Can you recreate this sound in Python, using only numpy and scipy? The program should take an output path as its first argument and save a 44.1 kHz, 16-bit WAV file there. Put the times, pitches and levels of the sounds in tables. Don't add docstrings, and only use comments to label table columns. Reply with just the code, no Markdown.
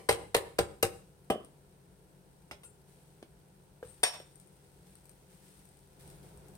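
import sys
import numpy as np
from scipy import signal
from scipy.fft import rfft, irfft
from scipy.io import wavfile
from scipy.ndimage import uniform_filter1d, minimum_filter1d

SR = 44100
rng = np.random.default_rng(int(sys.argv[2]) if len(sys.argv) > 2 else 0)


def unload_wav(signal):
    wavfile.write(
        sys.argv[1],
        SR,
        np.round(np.clip(np.atleast_2d(signal).T, -1, 1) * 32767).astype(np.int16),
    )


N = 289737
T = np.arange(SR * 45 // 100) / SR

# pitch_hz, level_db
CRUNCH_TONE = [(60, -25), (250, -20.5), (700, -3.5), (980, -3), (1250, -4.5), (1600, -5), (2200, -3.5),
               (3000, -5.5), (4000, -8.5), (6500, -10), (9000, -9), (13000, -11), (16000, -12.5)]
# pitch_hz, level_db, ring_s (time to fade by 60 dB)
COUNTER = [(51, -29.5, 0.47), (73.4, 5, 0.24), (101, 19.5, 0.088), (153.5, 15.5, 0.097), (208.8, -7, 0.45)]
BOARD_RIM = [(256, 14, 0.033), (324, 18, 0.047), (625, -19, .03)]
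BOARD_SLAPPED = [(454, 1, 0.074), (516, -3.5, 0.066), (604, 2, 0.087), (763, -5, 0.08), (837, -7, 0.14),
                 (929, -4, 0.095), (970, -9, 0.1)]
BOARD_FREE = [(459, -1, 0.11), (497, 1, 0.1), (1590, -4.5, 0.022), (2030, -19, .02)]
HANDLE_DOWN = [(199, 2, 0.08), (223, -4.5, 0.14), (327.4, -7, 0.12), (443, -1.5, 0.11), (566, -2, 0.081),
               (599.5, 1, 0.16), (694, -3, 0.051), (773, 2, 0.13), (998, -6.5, 0.1), (1640, -2, .03),
               (2094, -3.5, 0.023), (2440, 7.5, 0.019)]
BLADE_PING = [(3054, 0, .24), (3066, -12, .26), (8560, -13, .14)]
BLADE_ON_EDGE = [(1285, 17, 0.022), (2024, 17, 0.032), (2760, 16, 0.036), (3530, -4, 0.12), (5080, 2, 0.13),
                 (6300, -5, 0.17), (8400, -8, 0.1), (9560, -6, .08), (11000, -21, .1), (12400, -13, .12),
                 (13280, -9, .1)]
BLADE_LOOSE = [(1540, -3, 0.14), (1701, 1, 0.14), (1860, 1, 0.09), (2020, 1, 0.08), (2200, 0, .07),
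               (2428, -5, .14), (2589, 1, 0.14), (3483, 4, 0.1), (3620, 10, 0.09), (4400, -3, .08),
               (4980, -7, .18), (5459, -2, 0.2), (5794, -5, 0.22), (6223, -10, .15), (7058, -8, .13),
               (7407, -12, .14), (8349, -3, 0.12), (8631, 9, 0.085), (9956, -5, 0.2), (9981, -4, .08),
               (11780, -4, 0.06), (13420, -12, 0.1), (15200, -3, .04)]
BLADE_ROCKING = [(5463, 0, .26), (5480, -9, .2), (5792, -13, .25), (9958, -12, .2)]
BLADE_SLIDING = [(8200, 3, 0.033), (8560, 17, 0.034), (8550, -4, .04), (9470, 2, 0.24), (12350, -19, .04)]
BLADE_SKIDDING = [(7350, 16, 0.037), (7540, -8, 0.028)]
BLADE_HELD = [(1450, -4, .025), (2650, -6, .02), (6255, -13, 0.14), (7440, -16, 0.25), (8107, -4, 0.12),
              (8570, -10, .1), (9000, -7, .04), (9313, -10, .08), (9604, -1, 0.11), (12330, -15, .1),
              (13070, -13, .07)]


def gain_of(db):
    return 10 ** (np.asarray(db) / 20)


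def unit_level(x):
    return x / np.sqrt(np.mean(x ** 2) + 1e-20)


def at_level(x, db):
    return gain_of(db) * x / np.sqrt(np.sum(x ** 2) * 100 / SR + 1e-20)


def at_pitch(points, hz):
    pitches, values = np.transpose(points)
    return np.interp(np.log(hz + 1), np.log(pitches + 1), values)


def curve(points):
    return np.interp(np.arange(N) / SR, *np.transpose(points))


def add(mix, start_s, sound):
    start = round(start_s * SR)
    sound = sound[..., max(-start, 0):]
    part = mix[..., max(start, 0):][..., :sound.shape[-1]]
    part += sound[..., :part.shape[-1]]


def convolve(x, response):
    return signal.fftconvolve(x, response)[:len(x)]


def colour(x, tone, tilt=0, size=4096):
    hz = abs(np.fft.fftfreq(size, 1 / SR))
    log_gain = np.log(gain_of(at_pitch(tone, hz) + tilt * np.log2(hz / 2000 + .1)))
    spectrum = np.exp(np.conj(signal.hilbert(log_gain)))
    return convolve(x, np.fft.ifft(spectrum).real[:size // 2])


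def stereo_noise(count):
    # pitch_hz, likeness (0 to 1)
    likeness = [(30, 1), (100, 0.68), (220, 0.92), (450, 0.66), (900, 0), (1800, 0), (16000, 0.078)]
    left, other = rfft(rng.standard_normal((2, count)))
    same = np.clip(at_pitch(likeness, np.fft.rfftfreq(count, 1 / SR)), -1, 1)
    right = same * left + np.sqrt(1 - same ** 2) * other
    return irfft(np.array([left, right]), count)


def crackle(peak_s, spread_db=-1.5):
    grains = rng.standard_normal(len(T)) * gain_of(spread_db * rng.standard_normal(len(T)))
    return grains * (T / peak_s) ** 2 * np.exp(-(T / peak_s) ** 2)


def ring(notes):
    return sum(gain_of(db - 60 * T / ring_s) * np.sin(2 * np.pi * hz * T) for hz, db, ring_s in notes)


def strike(notes, db, contact_s):
    return at_level(ring(notes) * (1 - np.exp(-(T / contact_s) ** 2)), db)


def kitchen(x, room_db, near_ring_s=0.12, build_s=0.00098, lag_s=0.00015):
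    # delay_s, level_db
    echoes = [(.0064, -26), (.0086, -15), (0.0211, -10), (0.0242, -18)]
    # pitch_hz, level_db
    near_tone = [(80, 9.5), (450, -13.5), (1200, -4.5), (4000, 6), (9000, 3), (16000, -4.5)]
    tail_tone = [(80, -5.5), (450, -1.5), (1200, 0), (4000, -7.5), (9000, -11), (16000, -13)]
    # pitch_hz, ring_s
    tail_times = [(80, 0.73), (450, 0.31), (2000, 0.36), (8000, 0.52), (16000, 0.38)]
    direct = np.zeros(len(T))
    direct[0] = 1
    for delay_s, db in echoes:
        add(direct, delay_s, gain_of([db + room_db]))
    hz, t, bands = signal.stft(stereo_noise(len(T)), SR, nperseg=256)
    hz = hz[:, None]
    fade = lambda ring_s: np.sqrt(np.log(1e6) / (ring_s * SR)) * gain_of(-60 * t / ring_s)
    near = gain_of(at_pitch(near_tone, hz)) * fade(near_ring_s)
    tail = gain_of(at_pitch(tail_tone, hz)) * fade(at_pitch(tail_times, hz))
    response = signal.istft(bands * (near + tail), SR, nperseg=256)[1][:, :len(T)]
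    response *= (1 - np.exp(-T / build_s)) * gain_of(room_db)
    add(response[0], 0, direct)
    add(response[1], lag_s, direct)
    return np.array([convolve(x, side) for side in response])


def air_and_hum(air_db=-62, step_s=5.95, rise_s=0.084, step_db=6):
    # pitch_hz, level_db
    air_tone = [(15, -49), (25, -13), (55, -2), (114, -9.5), (130, -7), (185, 0.5), (217, -16.5),
                (394, -8.5), (560, -16.5), (936, -17), (1190, -28.5), (1400, -22.5), (1940, -30.5),
                (8590, -37.5), (16000, -38.5)]
    motor_notes = [(96.9, -78), (141.0, -67.5), (188.4, -75.5), (398.4, -80), (518, -79)]
    dip = [(7000, 0.0055), (8600, -6), (10800, 0.0029)]
    air = np.array([colour(colour(side, air_tone), dip) for side in stereo_noise(N)])
    t = np.arange(N) / SR
    drifts = signal.resample(rng.standard_normal((len(motor_notes), 32)), N, axis=1)
    hum = sum(gain_of(db) * np.sqrt(2) * np.sin(2 * np.pi * hz * t + drift)
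              for (hz, db), drift in zip(motor_notes, drifts))
    step_up = gain_of(curve([(step_s, 0), (step_s + rise_s, step_db)]))
    return (gain_of(air_db) * unit_level(air) + hum) * step_up


def finger_rubbing(catches_per_s=1500, slide=0.48, hold_db=-73.5, fold_db=-70, fold_from_s=4.1):
    # pitch_hz, level_db
    hiss_tone = [(300, -6.5), (1500, 2), (4000, 1), (7000, -0.5), (9000, -0.5), (12000, -2), (16000, -4.5)]
    # start_s, length_s, level_db
    strokes = [(2.868, 0.38, -69.5), (3.825, 0.26, -64.5), (4.28, 0.12, -87), (4.85, 0.21, -69.5),
               (5.297, 0.28, -67.5), (5.426, 0.35, -65.5), (5.99, 0.24, -63), (6.226, 0.13, -65)]
    catches = (rng.random(N) < catches_per_s / SR) * gain_of(3 * np.minimum(rng.exponential(1, N), 4))
    hiss = np.array([colour(side * (slide + catches), hiss_tone) for side in stereo_noise(N)])
    power = gain_of(np.where(np.arange(N) / SR < fold_from_s, hold_db, fold_db)) ** 2
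    for start_s, length_s, db in strokes:
        fastest_s = start_s + 0.038 * length_s
        power += gain_of(db) ** 2 * curve([(start_s, 0), (fastest_s, 1), (start_s + length_s, 0)])
    return unit_level(hiss) * np.sqrt(power)


def stalk_snaps(snaps_per_s=13, small_db=-70.5, spread_db=2):
    # start_s, level_db
    loud_snaps = [(1.446, -61), (4.355, -63), (4.398, -61), (4.9525, -64), (5.054, -64.5), (5.0925, -60.5),
                  (5.6525, -65.5), (6.075, -63), (6.099, -60.5), (6.372, -65), (6.482, -64.5),
                  (6.551, -61.5)]
    # start_s, end_s (silent if the end comes first)
    bends = [(4.307, 4.6), (4.952, 5.2), (5.549, 5.79), (6.029, 4.2)]
    # pitch_hz, level_db
    snap_tone = [(300, -14), (1500, -13), (4000, -11), (6500, -11), (8700, 0), (11000, -8), (16000, -13)]
    snaps, out = list(loud_snaps), np.zeros(N)
    for start_s, end_s in bends:
        for k, (place, size) in enumerate(rng.random((16, 2))):
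            snap_s = start_s + (k + place) / snaps_per_s
            if snap_s < end_s:
                snaps.append((snap_s, small_db + spread_db * (2 * size - 1)))
    for snap_s, db in snaps:
        add(out, snap_s, at_level(colour(crackle(peak_s=0.0022), snap_tone), db))
    return out


def blade_scrapes(room_db=-2):
    # start_s, level_db, peak_s, notes
    scrapes = [(0.601, -49, 0.0028, BLADE_SLIDING), (.614, -52, .008, BLADE_SKIDDING),
               (2.63, -54.5, 0.015, BLADE_HELD), (3.815, -59.5, 0.072, BLADE_SLIDING)]
    for start_s, db, peak_s, notes in scrapes:
        yield start_s, at_level(convolve(crackle(peak_s), ring(notes)), db), room_db


def cleaver_knocks(tick_gain=0.41, tick_s=0.0035, rise_s=0.00054, tilt_above_hz=615):
    # start_s, level_db, ring_s, lowest_hz, tilt_db_per_octave, room_db
    knocks = [(1.3, -27, 0.02, 153, -8, -1.5), (1.3004, -43.5, 0.03, 7500, 2.5, -1.5),
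              (1.353, -34, 0.049, 239, -32, -12), (2.511, -45, 0.044, 85, -3, -4),
              (2.633, -56.5, 0.07, 139, 0, -10.5), (3.2267, -50, 0.02, 133, -4.5, -10),
              (3.827, -57, 0.011, 1310, -13.5, -2), (4.031, -26.5, 0.18, 570, -1.8, 0.5),
              (4.0315, -37, .05, 12900, 6, -13), (4.066, -41, 0.037, 1200, -1, -12),
              (4.135, -47.5, 0.04, 690, -3, -2), (4.2001, -48, 0.009, 88.5, -7.5, -16),
              (4.1995, -60, .005, 12000, 14, -18)]
    # pitch_hz, level_db
    knock_tone = [(80, 4.5), (220, 2.5), (600, 4.5), (1300, -3), (3200, 0.5), (6000, -4), (9000, -8.5),
                  (14000, -10)]
    for start_s, db, ring_s, lowest_hz, tilt, room_db in knocks:
        fade = gain_of(-60 * T / ring_s) + tick_gain * np.exp(-T / tick_s)
        rise = 1 - np.exp(-T / rise_s)
        tone = [(hz, level + tilt * np.log2(max(hz / tilt_above_hz, 1))) for hz, level in knock_tone]
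        chatter = colour(rng.standard_normal(len(T)) * fade * rise, tone)
        bass_cut = signal.butter(3, lowest_hz, "highpass", fs=SR, output="sos")
        yield start_s, at_level(signal.sosfilt(bass_cut, chatter), db), room_db


def cleaver_ringing():
    # start_s, level_db, contact_s, room_db, notes
    contacts = [(1.3003, -22.5, 0.0038, -13, HANDLE_DOWN), (1.3005, -34.5, .002, -20, BLADE_PING),
                (2.5105, -45, 0.00085, -13, BLADE_ON_EDGE), (3.2268, -50, .001, -14, BOARD_RIM),
                (1.301, -45, .003, -6, COUNTER), (4.032, -29, .001, -6, BOARD_SLAPPED),
                (2.514, -55, .004, -4, COUNTER), (3.8276, -39, .00083, -13, BOARD_FREE),
                (3.845, -56, .008, -6, COUNTER), (4.031, -50, .002, -4, COUNTER),
                (4.032, -20.3, 0.003, -8, BLADE_LOOSE), (4.06, -35.7, .015, -12, BLADE_ROCKING)]
    for start_s, db, contact_s, room_db, notes in contacts:
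        yield start_s, strike(notes, db, contact_s), room_db


def bundle_breaks(room_db=-7):
    # start_s, level_db, tilt_db_per_octave
    breaks = [(0.112, -38.5, -3), (0.3479, -26.5, -2), (0.366, -29, -1.5), (0.5892, -29, -4),
              (0.843, -41, -1.5), (0.8514, -36, -0.5)]
    for start_s, db, tilt in breaks:
        yield start_s, at_level(colour(crackle(peak_s=0.00074), CRUNCH_TONE, tilt), db), room_db


def stalk_tearing(db, crush_s, tilt, cracks_per_s=450, spread_db=5, crack_s=0.00062):
    fade_s = 24 * crush_s
    cracks = rng.random(len(T)) < cracks_per_s / SR
    size_db = spread_db * np.minimum(rng.exponential(1, len(T)), 3)
    clicks = cracks * gain_of(size_db - 60 * T / fade_s)
    grit = rng.standard_normal(len(T)) * convolve(clicks, np.exp(-T / crack_s))
    return at_level(colour(grit, CRUNCH_TONE, tilt + 0.3), db)


def blade_clack(centre_hz, db, focus_db=10, width_octaves=.25):
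    # pitch_hz, level_db, ring_s
    blade_pressed = [(1710, 0, .06), (1880, -2, .05), (2040, 0, .06), (2250, -1, .045), (2550, -1, .05),
                     (2730, 1, .06), (3840, 3, .05), (4450, 1, .035), (4850, 1, .04), (5270, 3, .04),
                     (5950, 1, .035)]
    cut_db = lambda hz: focus_db * (1 - np.exp(-(np.log2(hz / centre_hz) / width_octaves) ** 2))
    notes = [(hz, level - cut_db(hz), ring_s) for hz, level, ring_s in blade_pressed]
    return strike(notes, db, contact_s=0.00046)


def fibre_burst(crush_s, count=60, low_hz=600, top_hz=15000, cycles=3.5, spread_db=6):
    t, out = T[:512], np.zeros(len(T))
    for k, (detune, size, a, b, c) in enumerate(rng.standard_normal((count, 5))):
        hz = low_hz * (top_hz / low_hz) ** ((k + np.tanh(detune) / 2) / count)
        tick = hz * np.sin(2 * np.pi * hz * t) * np.exp(-hz * t / cycles)
        start_s = .85 * crush_s * np.sqrt((a * a + b * b + c * c) / 2)
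        add(out, start_s, np.sign(a) * gain_of(spread_db * np.tanh(size)) * tick)
    return out


def smash(crunch_db, thump_db, boom_db, crush_s, tilt, echo_s, pulp_db=-5, echo_db=-6, give_s=0.00443):
    # pitch_hz, level_db, ring_s
    board_pressed = [(360, -4, .12), (415, 2, .07), (468, 13, .045), (512, 4, .05), (554, -1.5, .1),
                     (783, -2, .08), (870, -12, .07), (1012, -10, .08)]
    burst = unit_level(fibre_burst(crush_s))
    burst += gain_of(pulp_db) * unit_level(crackle(crush_s))
    burst += gain_of(echo_db) * np.roll(burst, round(echo_s * SR))
    sound = at_level(colour(burst, CRUNCH_TONE, tilt), crunch_db)
    thump = strike(board_pressed, thump_db, contact_s=0.0034)
    boom = strike(COUNTER, boom_db, contact_s=0.0061)
    add(sound, give_s, thump + boom)
    return sound


def cleaver_blows(clack_delay_s=0.0038, clack_room_db=-11, tear_room_db=-7):
    # start_s, crunch_db, tear_db, thump_db, boom_db,
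    # crush_s, tilt_db_per_octave, echo_s, clack_hz, clack_db, room_db
    blows = [(-.16, -10, -37.5, -6, -24, 0.0068, -0.25, 0.00095, 1960, -33, -15),
             (0.0866, -24.5, -25, -20, -33, 0.0065, -2.66, 0.00098, 2020, -28, -0.5),
             (0.343, -25.5, -39, -20, -39, 0.0052, -3.4, 0.001, 1830, -33.5, -2),
             (0.584, -29.5, -41, -21.5, -33, 0.0053, -1.2, 0.000838, 2350, -33, -3),
             (0.825, -26, -37, -21, -31.5, 0.0048, 0.88, 0.00076, 2660, -27.5, -4.5)]
    for (start_s, crunch_db, tear_db, thump_db, boom_db,
         crush_s, tilt, echo_s, clack_hz, clack_db, room_db) in blows:
        yield start_s, smash(crunch_db, thump_db, boom_db, crush_s, tilt, echo_s), room_db
        yield start_s + clack_delay_s, blade_clack(clack_hz, clack_db), clack_room_db
        yield start_s + 2 * crush_s, stalk_tearing(tear_db, crush_s, tilt), tear_room_db


def scene():
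    sounds = [*cleaver_blows(), *bundle_breaks(), *cleaver_knocks(), *cleaver_ringing(), *blade_scrapes()]
    mix = air_and_hum() + finger_rubbing()
    for start_s, sound, room_db in sounds:
        add(mix, start_s, kitchen(sound, room_db))
    return mix + kitchen(stalk_snaps(), room_db=-8)


def record(dry, limit_db=-25, hold_s=.078, cut_share=0.6, top_hz=16250):
    # pitch_hz, level_db
    left_tone = [(100, .7), (450, 1.3), (1500, 0), (3500, -2.5), (6000, -3.5), (7400, 0), (8150, 10.5),
                 (8650, 12), (9300, 9), (10800, 3), (16000, 1)]
    right_tone = [(100, -.7), (450, -1), (1500, 0), (3500, 1.2), (6000, 1.5), (8500, -4), (11000, -2),
                  (16000, -2)]
    x = np.array([colour(dry[0], left_tone), colour(dry[1], right_tone)])
    power_db = 10 * np.log10(abs(uniform_filter1d((x ** 2).mean(0), size=200)) + 1e-12)
    hold = int(hold_s * SR)
    over_db = -minimum_filter1d(np.minimum(limit_db - power_db, 0), hold, origin=(hold - 1) // 2)
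    release = np.arange(N) * 380 / SR
    over_db = np.maximum.accumulate(over_db + release) - release
    over_db = convolve(over_db, np.ones(500) / 500)
    x = x / gain_of(cut_share * over_db)
    treble_cut = signal.firwin(511, top_hz, window=("kaiser", 9), fs=SR)
    return signal.oaconvolve(x, treble_cut[None], "same")


dry = scene()
out = record(dry)
unload_wav(out)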